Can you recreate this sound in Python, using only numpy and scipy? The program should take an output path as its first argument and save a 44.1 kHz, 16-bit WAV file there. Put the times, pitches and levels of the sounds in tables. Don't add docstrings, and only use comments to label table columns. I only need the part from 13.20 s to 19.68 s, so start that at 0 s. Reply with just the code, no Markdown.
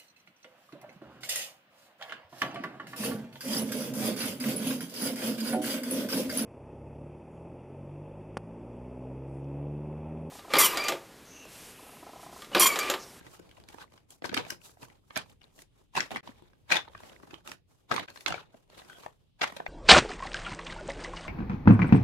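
import sys
import numpy as np
from scipy import signal
from scipy.fft import rfft, irfft
from scipy.io import wavfile
from scipy.ndimage import uniform_filter1d

SR = 44100
rng = np.random.default_rng(int(sys.argv[2]) if len(sys.argv) > 2 else 0)


def write(x):
    x = np.atleast_2d(x).T
    wavfile.write(sys.argv[1], SR, np.round(np.clip(x, -1, 1) * 32767).astype(np.int16))

N = 285768

# loudest_s, block_db, lower_ring_db (re block), crate_thud_db (re block),
# crack_db (re block), lower_ring_hz, block_pitch_hz, build_up_ms
KNOCK_EVENTS = [(0.013, -52, -3, 1.5, -29, 945, 1590, 2.9), (0.068, -49.5, -8, -3, -20, 1038, 1960, 2.4),
                (0.198, -56, 6, 6, -5.5, 500, 1520, 4.6), (0.294, -59, -6, -5, -9, 530, 2880, 1.9),
                (0.315, -52, -26, -20, -15, 1330, 2990, 2.5), (0.402, -59, -3, 5, -6, 830, 3200, 3.3),
                (0.44, -57, -4, -6, -11, 930, 4240, 1.4), (0.489, -46.5, -29, -12, -7, 1320, 3400, 2.1),
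                (0.545, -52.5, 7, 2, -7.5, 956, 1700, 5.9), (0.617, -47.5, -7, -10, -11, 1430, 1520, 11),
                (0.779, -55, -4, -25, -24, 1020, 2880, 1.3), (0.907, -55, -10, -13.5, 8, 905, 3250, 3),
                (1.024, -48, 8.5, 2.5, -22, 660, 2000, 2.5), (1.046, -32, -6, -9.5, -20, 710, 1540, 3.1),
                (1.058, -39.5, 4, -8.5, -9, 910, 4830, 10.4), (1.096, -35.5, -15, -8, -24, 750, 2590, 2.1),
                (1.118, -44.5, -12, 4, -30, 534, 1520, 3), (1.129, -45.5, 11, -2.5, -16, 487, 1760, 7.5),
                (1.145, -26, -21.5, -12.5, -9.5, 1580, 1750, 3.7),
                (1.169, -31, 3.5, -9, -12, 1250, 1930, 2.5), (1.177, -23, -18, -10.5, -22, 1230, 3100, 3.2),
                (1.202, -43, 5, -31, -29, 492, 1720, 12), (1.252, -43, -7, -11, -17, 547, 1800, 2.2),
                (1.268, -50.5, 7, -4, -23, 740, 1510, 2.1), (1.306, -29, -25, -24.5, -7.5, 1110, 5140, 2.3),
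                (1.573, -62.5, 7.5, -22, -31, 734, 1640, 1.6), (1.631, -51, -15, -3, -9, 1140, 3000, 12),
                (1.702, -54.5, -16.5, -12, -20, 950, 2120, 1.6), (1.909, -47, 3, -14, -37, 1144, 1780, 4.3),
                (1.961, -31.5, -11.5, -26, -17, 1370, 3010, 2.6),
                (1.967, -27.5, -5, -10.5, -18, 1400, 1460, 2.1),
                (1.976, -28, -7, -35, -4.5, 1110, 5840, 3.1), (2.099, -57, -15, -6, -8, 890, 2920, 4.4),
                (2.218, -53, -8, -32, -19, 797, 2870, 3.5), (2.392, -50, -14, -9, -11, 837, 2830, 1.6),
                (2.422, -52, -12.5, -10.5, -0.5, 1020, 4800, 4.1),
                (2.755, -33.5, -0.5, -17.5, -14.5, 850, 2750, 4), (2.77, -27, -14, -33, -15, 1050, 2600, 8),
                (2.799, -29, -18.5, -11, -22, 1600, 1450, 2.8),
                (2.807, -21, -34.5, -50, -26, 1320, 4550, 2.4),
                (2.829, -43, -7.5, -30, -12, 1260, 2070, 2.8),
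                (2.909, -40.5, -0.5, -28, -15, 643, 1470, 1.6), (2.917, -41, 6, -8, -9.5, 756, 2320, 2.7),
                (2.962, -27.5, -4, -15, -22, 1220, 1945, 2.3), (2.972, -35, -4, -10, -20, 790, 1880, 9.4),
                (3.038, -59.5, 2, -9, -19, 1130, 1640, 4), (3.077, -46.5, 7, -6, -30, 956, 3920, 2.5),
                (3.093, -50.5, -1, 4, -42, 590, 1940, 3.3), (3.224, -65, 6, 13, -6, 900, 3300, 3),
                (3.335, -60.5, -3, -7.5, -20, 1230, 1550, 2.5),
                (3.506, -31, -9, -22.5, -19, 1403, 1650, 5.3),
                (3.523, -11.5, -15, -36, -27.5, 1040, 2524, 6.5),
                (3.531, -31.5, -4.5, -23, -10.5, 820, 1980, 11),
                (3.546, -28.5, -2, -19, -18.5, 848, 3900, 12), (3.559, -24, -3, -23, -17.5, 860, 1900, 3.3),
                (3.569, -21.5, -10, -23.5, -21.5, 840, 3500, 10.8),
                (3.68, -55, 9.5, -3, -47, 915, 1760, 4.5), (3.752, -42.5, 0.6, -16, -37, 1160, 1600, 2.7),
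                (3.78, -51.5, -20, -17, -19, 740, 3170, 2.1), (3.805, -54, 5.5, -8, -8, 1005, 1510, 1.2),
                (3.921, -56.5, 0.6, -9, -20, 1020, 1490, 4.2), (4.034, -60, 9.5, 11.5, -16, 850, 1970, 5.3),
                (4.111, -49, -7, -6, -17, 880, 2500, 10), (4.136, -58, 10, 13, -9, 800, 3140, 2.9),
                (4.144, -40.5, -4.5, -14, -25.5, 1200, 3140, 2.6),
                (4.277, -40, -8, -19, -6, 1180, 2860, 2.1), (4.292, -51, 4.5, -21.5, -22, 874, 1503, 2.1),
                (4.319, -36.5, -9, -18, -13.5, 824, 2944, 2.4),
                (4.716, -23, 1.5, -26.5, -23.5, 1310, 1614, 4),
                (4.723, -29, -4, -26, -22.5, 1280, 1530, 9.6), (4.744, -37, -0.5, -18, -6, 940, 1900, 12.8),
                (4.765, -28, -1.5, -17, -14, 980, 3600, 2.1),
                (4.782, -34, -7.5, -10.5, -20, 794, 2040, 11.6),
                (4.798, -32, -10, -25, -17, 700, 2090, 2.7), (4.832, -49, -5, -10, -15, 800, 2150, 16),
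                (4.886, -43.5, -4, -17, -40, 1530, 2630, 4.4), (4.904, -47.5, -9, -9.5, -9, 560, 4130, 5.1),
                (4.962, -46.5, -1, -23, -17, 1081, 1560, 3.5), (4.976, -46, -2.5, -27, -15, 963, 4080, 5.1),
                (5.01, -45.5, -23.5, -22.5, -6.5, 720, 4430, 4.1),
                (5.064, -22, -18.5, -21, -26, 1425, 3390, 2.4), (5.083, -32, -6, -15, -6, 1500, 3360, 5),
                (5.107, -34.5, 3, -4.5, -15, 720, 2840, 9.8),
                (5.125, -32.5, 4.5, -18, -26, 1350, 3330, 2.6), (5.144, -34, 1, -12, -28, 740, 2300, 3.6),
                (5.346, -62.5, 11, 7.5, -17.5, 672, 1640, 5.4),
                (5.502, -57.5, 2.5, -14, -8.5, 610, 4300, 2.1), (5.58, -50, 0, -7.5, -6.5, 510, 1550, 6.5),
                (5.62, -53.5, 5, -13, -27, 710, 1930, 3.1), (5.7, -49.5, 2, -36, -12, 1470, 1510, 1.8),
                (5.732, -51.5, -13, -20, -21, 1510, 1420, 9), (5.864, -42.5, 9, -11, -20, 820, 1765, 2.1),
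                (6.218, -21.5, -6.5, -40, -27.5, 720, 3430, 5.1),
                (6.234, -27.5, -2, -15.5, -27, 1000, 1930, 9),
                (6.242, -25, -26, -38.5, -24.5, 850, 2130, 8.2),
                (6.279, -40.5, -11, -17, -13, 530, 1810, 9.1), (6.301, -47.5, 2, -27, -19, 1260, 1810, 2.6),
                (6.325, -46.5, 3.5, -5.5, -11, 1040, 1900, 5.1), (6.37, -39.5, 0, -14, -11.5, 535, 3710, 8),
                (6.404, -39, 10.5, -12, -41, 720, 1550, 4.2), (6.466, -31, -0.5, -41, -38, 753, 2070, 4)]
# mean_db, spread_db
NUDGE_LEVELS = [(0.6, 2.5), (3, 4), (-6, 3.5), (-14, 6)]
# pitch_hz, relative_level_db, t60_s
CRATE_MODES = [(75, -10, 0.05), (124, -12, .09), (176, -2.5, 0.056), (252.7, 3.5, 0.045), (346.2, 1, 0.049),
               (412, -1.5, 0.035)]
# loudest_s, rasp_db, rise_s (first 20 dB), fall_s (first 20 dB),
# dust_db (re rasp)
RAKE_STROKES = [(.04, -61, .3, .15, -13), (.13, -60, .12, .1, -6), (.3, -63, .3, .5, -13),
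                (.545, -58, .1, .12, -11), (.613, -52.5, .045, .055, -12), (.74, -62, .055, .09, -11),
                (.916, -62, .03, .08, -1.5), (1.26, -54, .1, .15, -16), (1.314, -49, .05, .055, -5),
                (1.458, -57, .055, .09, -2.5), (1.632, -52.5, .053, .04, -7), (1.712, -67, .12, .12, -11),
                (1.93, -67, .1, .1, -4.5), (2.12, -62, .12, .04, -10), (2.235, -67.5, .036, .14, -13),
                (2.405, -62, .09, .052, -1.5), (2.607, -72, .12, .08, -8), (3.081, -57, .08, .12, -14),
                (3.18, -67, .1, .25, -17), (3.43, -80, .15, .05, -5), (3.67, -64, .15, .1, -20),
                (3.861, -54.5, .18, .14, -12), (4.0, -65, .15, .2, -11), (4.13, -59, .16, .1, -14),
                (4.285, -48, .04, .075, -8.5), (4.5, -73, .03, .25, -6), (5.02, -63, .2, .1, -2.5),
                (5.25, -67, .1, .1, -22), (5.354, -70.5, .05, .15, -8.5), (5.515, -65.5, .04, .15, -15),
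                (5.6, -57, .12, .14, -12), (5.71, -59.5, .05, .25, -9), (5.855, -58, .2, .06, -12),
                (6.02, -80, .08, .1, -10), (6.303, -53.5, .05, .2, -14), (6.46, -60, .2, .1, -17)]
# loudest_s (after a steep rise), rasp_db, slide_s, dust_db (re rasp),
# drag_db (re rasp)
LANDING_TUMBLES = [(1.054, -42, .02, -9, -5), (1.177, -31.5, .005, -14, -4), (1.971, -33, .002, -17, -11),
                   (2.77, -32, .07, -11, -7), (2.917, -47, .06, -12, 4), (3.514, -27, .065, -16, -14),
                   (4.719, -32, .12, -17, -6), (4.896, -47, .003, -17, -15), (5.076, -34, .14, -15, -12),
                   (6.226, -29, .015, -16, -14)]
# pitch_hz, relative_level_db
RASP_COLOUR = [(450, -11), (900, 1.5), (2000, -4), (3500, -0.5), (6500, -13.5)]
# start_s, end_s, level_db
SQUEAK_SPAN = (5.688, 5.785, -57.5)
# pitch_hz, width_hz, relative_level_db
SQUEAK_MODES = [(1490, 83, -2.5), (3250, 250, -3.5), (720, 74, -11)]
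# pitch_hz, t60_s
ECHO_DECAY = [(100, 0.57), (400, 0.2), (1040, 0.14), (2100, .15), (3800, 0.17), (7280, 0.12)]
# pitch_hz, relative_density_db (per Hz)
YARD_COLOUR = [(12, -36), (20, 3.5), (103, 9), (225, -2), (404, -7.5), (549, -15.5), (1630, -32),
               (2760, -16.5), (6360, -36), (11400, -27), (15500, -48.5)]
# start_s, end_s, depth_db
LEVEL_DIPS = [(3.008, 3.03, -24), (4.861, 4.878, -20)]

RING, LEAD = 4096, 800
STEP = 64
PAN_SPREAD_DB = 3
NUDGE_LOW_HZ, NUDGE_HZ, NUDGE_BUILD_MS = (520, 1200), (1500, 3300), (1.5, 11)
DRAG_DB, DRAG_SLOPE = -62, .65
STROKE_BEND = 1.5
TUMBLE_RISE_DB_S, TUMBLE_SAG_DB_S, TUMBLE_STOP_DB_S, DUST_SETTLES_DB_S = 1050, 120, 400, 50
ECHO_DB, ECHO_BUILD_S = -11, .001
YARD_DB = -66.5
CEILING, TOP_HZ = .4, 15800


def knocks():
    rows = np.hstack([np.transpose(KNOCK_EVENTS), nudges()])
    loudest_s, block_db, low_db, thud_db, crack_db, low_hz, block_hz, build_ms = rows
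    events, t = len(loudest_s), np.arange(RING // 2) / SR
    pan_db = PAN_SPREAD_DB * rng.standard_normal(events)
    contacts = chatter(build_ms)
    soft = np.clip(-.045 * (crack_db + 8), 0, 1.6)
    block_ring = block(block_hz, .024, 1418, 7000, -3.5, .019, soft)
    lower_ring = block(low_hz, .024, 450, 1500, -10, .022, np.full(events, .45), count=8)
    crate_hz, crate_db, crate_t60 = np.transpose(CRATE_MODES)
    struck = undb(crate_db) * rng.standard_normal((events, 2, len(CRATE_MODES)))
    thud = modes(crate_hz, struck, crate_t60)
    splinter = rng.standard_normal((events, 2, RING // 2)) * np.exp(-t / .0026)
    crack = band(splinter, 5500, 12500)
    # response, level in dB re block, stretch in s over which its peak is levelled
    parts = [(block_ring, 0, .0025), (lower_ring, low_db, .003), (thud, thud_db, .009), (crack, crack_db, .002)]
    sound = 0
    for response, relative_db, window_s in parts:
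        chattered = irfft(rfft(response, RING) * contacts, RING)
        sound = sound + undb(relative_db)[..., None, None] * peak_unit(chattered, window_s)
    sound = sound * undb(block_db[:, None] + np.outer(pan_db, [.5, -.5]))[..., None]
    out = np.zeros((2, N + RING))
    for at, one in zip((loudest_s * SR).astype(int), sound):
        out[:, at:at + RING] += one
    return band(out[:, LEAD:N + LEAD], 55, 18000)


def chatter(build_ms, count=14):
    events = len(build_ms)
    place, size = rng.laplace(size=(events, 2, count)), rng.standard_normal((events, 2, count))
    main = np.arange(count) == 0
    place = np.clip(np.where(main, .12, .9) * place, -3, 2.6)
    size = np.where(main, 2.2, size) * np.exp(-np.abs(place) / 3.2)
    lag = LEAD - .0017 * SR + .45 * place * build_ms[:, None, None] * SR / 1000
    lag = np.clip(lag, 0, RING // 2 - 1).astype(int)
    train = np.zeros((events, 2, RING))
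    np.add.at(train, (np.arange(events)[:, None, None], np.arange(2)[:, None], lag), size)
    return rfft(train)


def block(hz, t60, lo_hz, hi_hz, side_db, side_t60, tilt, count=16):
    place, gain = rng.random((len(hz), count)), rng.standard_normal((len(hz), 2, count))
    own = np.arange(count) == 0
    spread_hz = lo_hz * (hi_hz / lo_hz) ** ((np.arange(count) - place) / (count - 1))
    pitch = np.where(own, hz[:, None], spread_hz)
    ratio = pitch / hz[:, None]
    near = np.where(ratio > 1, ratio ** -(tilt[:, None] + .17), ratio ** .49)
    side = undb(side_db) * np.sign(gain) * (.6 + .28 * np.abs(gain)) * near[:, None]
    level = np.where(own, 1 + .39 * gain, side)
    decay = np.where(own, t60, side_t60) * ((lo_hz / pitch) ** .75)[:, None]
    rings = modes(pitch[:, None], level, decay)
    return rings * (1 - np.exp(-np.arange(RING // 2) / SR * lo_hz * 3.9))


def modes(hz, gain, t60):
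    t = np.arange(RING // 2, dtype=np.float32) / np.float32(SR)
    turn = np.asarray(2 * np.pi * hz, np.float32)[..., None] * t
    fade = np.asarray(np.log(1000) / t60, np.float32)[..., None] * t
    return (gain[..., None, :].astype(np.float32) @ (np.sin(turn) * np.exp(-fade)))[..., 0, :]


def nudges(count=85):
    rasp_db = strokes()[0]
    even, normal = rng.random((count, 4)).T, rng.standard_normal((count, 4))
    place = (np.arange(count) + even[0]) / count
    mean_db, spread_db = np.transpose(NUDGE_LEVELS)
    db = (mean_db + spread_db * normal).T
    block_db = rasp_db[(place * len(rasp_db)).astype(int)] + db[0]

    def pick(span, u):
        return span[0] * (span[1] / span[0]) ** u

    return np.array([place * N / SR, block_db, *db[1:], pick(NUDGE_LOW_HZ, even[1]),
                     pick(NUDGE_HZ, even[2]), pick(NUDGE_BUILD_MS, even[3])])


def raking():
    levels = total_db(np.array([strokes(), tumbles()]))
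    wood_db, dust_db, drag_db = (np.interp(np.arange(N), np.arange(0, N, STEP), curve) for curve in levels)
    slip = undb(3.5 * walk(90))
    grit = rng.standard_normal((2, N)) * slip ** .66 * undb(2.3 * rng.exponential(size=N))
    fine = np.clip((-39.5 - wood_db) / 18, 0, 1)
    dust = unit(band(grit, 4200, 8500)) + (.4 + .9 * fine) * unit(band(grit, 5800, 12800))
    drag = unit(band(rng.standard_normal((2, N)) * undb(2.5 * walk(30)), 120, 580))
    wood = rattle(slip, 110, 5.47)
    return undb(wood_db) * wood + undb(dust_db) * dust + undb(drag_db) * drag


def strokes():
    loudest_s, db, rise_s, fall_s, dust_db = np.transpose(RAKE_STROKES)[..., None]
    since = np.arange(0, N, STEP) / SR - loudest_s
    away = np.where(since < 0, -since / rise_s, since / fall_s)
    wood_db = db - 20 * away ** STROKE_BEND
    rasp_db = total_db(wood_db)
    return rasp_db, total_db(wood_db + dust_db), DRAG_DB + DRAG_SLOPE * (rasp_db + 60)


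def tumbles():
    loudest_s, db, slide_s, dust_db, drag_db = np.transpose(LANDING_TUMBLES)[..., None]
    since = np.arange(0, N, STEP) / SR - loudest_s
    slide_s = np.abs(slide_s)
    rise = TUMBLE_RISE_DB_S * np.minimum(since, 0)
    sag = TUMBLE_SAG_DB_S * np.clip(since, 0, slide_s)
    stop = TUMBLE_STOP_DB_S * np.maximum(since - slide_s, 0)
    wood_db = db + rise - sag - stop
    dust_db = dust_db - DUST_SETTLES_DB_S * np.maximum(since, 0)
    return total_db(wood_db), total_db(wood_db + dust_db), total_db(wood_db + drag_db)


def rattle(drive, ticks_per_s, sharpness, count=22):
    out = 0
    hz_points, db_points = np.transpose(RASP_COLOUR)
    pitches = np.geomspace(hz_points[0], hz_points[-1], count) * np.exp(.04 * rng.standard_normal(count))
    half = 1 + .5 / sharpness
    for hz in pitches:
        ticks = 1. * (rng.random((2, N), np.float32) < ticks_per_s / SR)
        ticks[ticks > 0] = undb(21 + 3.27 * rng.exponential(size=int(ticks.sum())))
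        rub = rng.standard_normal((2, N), np.float32)
        push = drive * undb(3 * walk(45)) * (rub + ticks)
        colour_db = np.interp(np.log(hz), np.log(hz_points), db_points)
        out = out + undb(colour_db) * unit(band(push, hz / half, hz * half))
    return unit(out)


def squeak():
    t, (start_s, end_s, db) = np.arange(N) / SR, SQUEAK_SPAN
    active = uniform_filter1d(1. * ((t > start_s) & (t < end_s)), int(.0094 * SR))
    fits = active * undb(db + 3 * walk(60))
    rub = rng.standard_normal((2, N))
    rings = 0
    for hz, width_hz, relative_db in SQUEAK_MODES:
        rings = rings + undb(relative_db) * unit(band(rub, hz - width_hz / 2, hz + width_hz / 2))
    return fits * rings


def echo(x):
    t = np.arange(SR // 2) / SR
    tail = 0
    for hz, t60 in ECHO_DECAY:
        noise = band(rng.standard_normal((2, len(t))), hz / 1.36, hz * 1.44)
        tail = tail + noise * np.exp(-np.log(1000) * t / t60)
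    tail = tail * (1 - np.exp(-t / ECHO_BUILD_S))
    tail = tail / np.sqrt(np.sum(tail ** 2, 1, keepdims=True))
    return undb(ECHO_DB) * signal.fftconvolve(x, tail, axes=1)[:, :N]


def yard():
    out, swell = 0, walk(1.5)
    hz_points, db_points = np.transpose(YARD_COLOUR)
    for hz in 25 * 2 ** np.arange(0, 9.5, .5):
        db = np.interp(np.log(hz), np.log(hz_points), db_points) + 2.2 * swell + 2.2 * walk(3)
        noise = rng.standard_normal((2, N))
        noise = noise + .35 * np.clip(1 - hz / 250, 0, 1) * noise[::-1]
        out = out + undb(db) * band(noise, hz / 1.19, hz * 1.19)
    return undb(YARD_DB) * unit(out)


def walk(rate, count=1):
    k = int(SR / rate)
    held = np.repeat(rng.standard_normal((count, N // k + 1)).astype(np.float32), k, axis=1)
    return 1.2 * uniform_filter1d(held, k, axis=1)[:, :N]


def undb(db):
    return np.exp(np.asarray(db) * (np.log(10) / 20))


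def total_db(db):
    return 10 * np.log10(np.sum(undb(np.maximum(db, -140)) ** 2, 0))


def band(x, lo_hz, hi_hz):
    sos = signal.butter(2, [lo_hz, min(hi_hz, .45 * SR)], "band", fs=SR, output="sos")
    return signal.sosfilt(sos, x)


def unit(x):
    return x / np.sqrt(np.mean(x ** 2))


def peak_unit(x, window_s):
    power = uniform_filter1d(np.mean(x ** 2, 1), int(window_s * SR), axis=-1)
    return x / np.sqrt(power.max(-1))[:, None, None]


def scene():
    hits = knocks()
    return hits + echo(hits) + raking() + squeak() + yard()


def record(dry):
    t, db = np.arange(N) / SR, np.zeros(N)
    for start_s, end_s, depth_db in LEVEL_DIPS:
        db[(t > start_s) & (t < end_s)] = depth_db
    gain = uniform_filter1d(undb(db), int(.003 * SR))
    rounded = CEILING * np.tanh(dry * gain / CEILING)
    return signal.sosfilt(signal.ellip(10, .2, 80, TOP_HZ, fs=SR, output="sos"), rounded)


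dry = scene()
out = record(dry)
write(out)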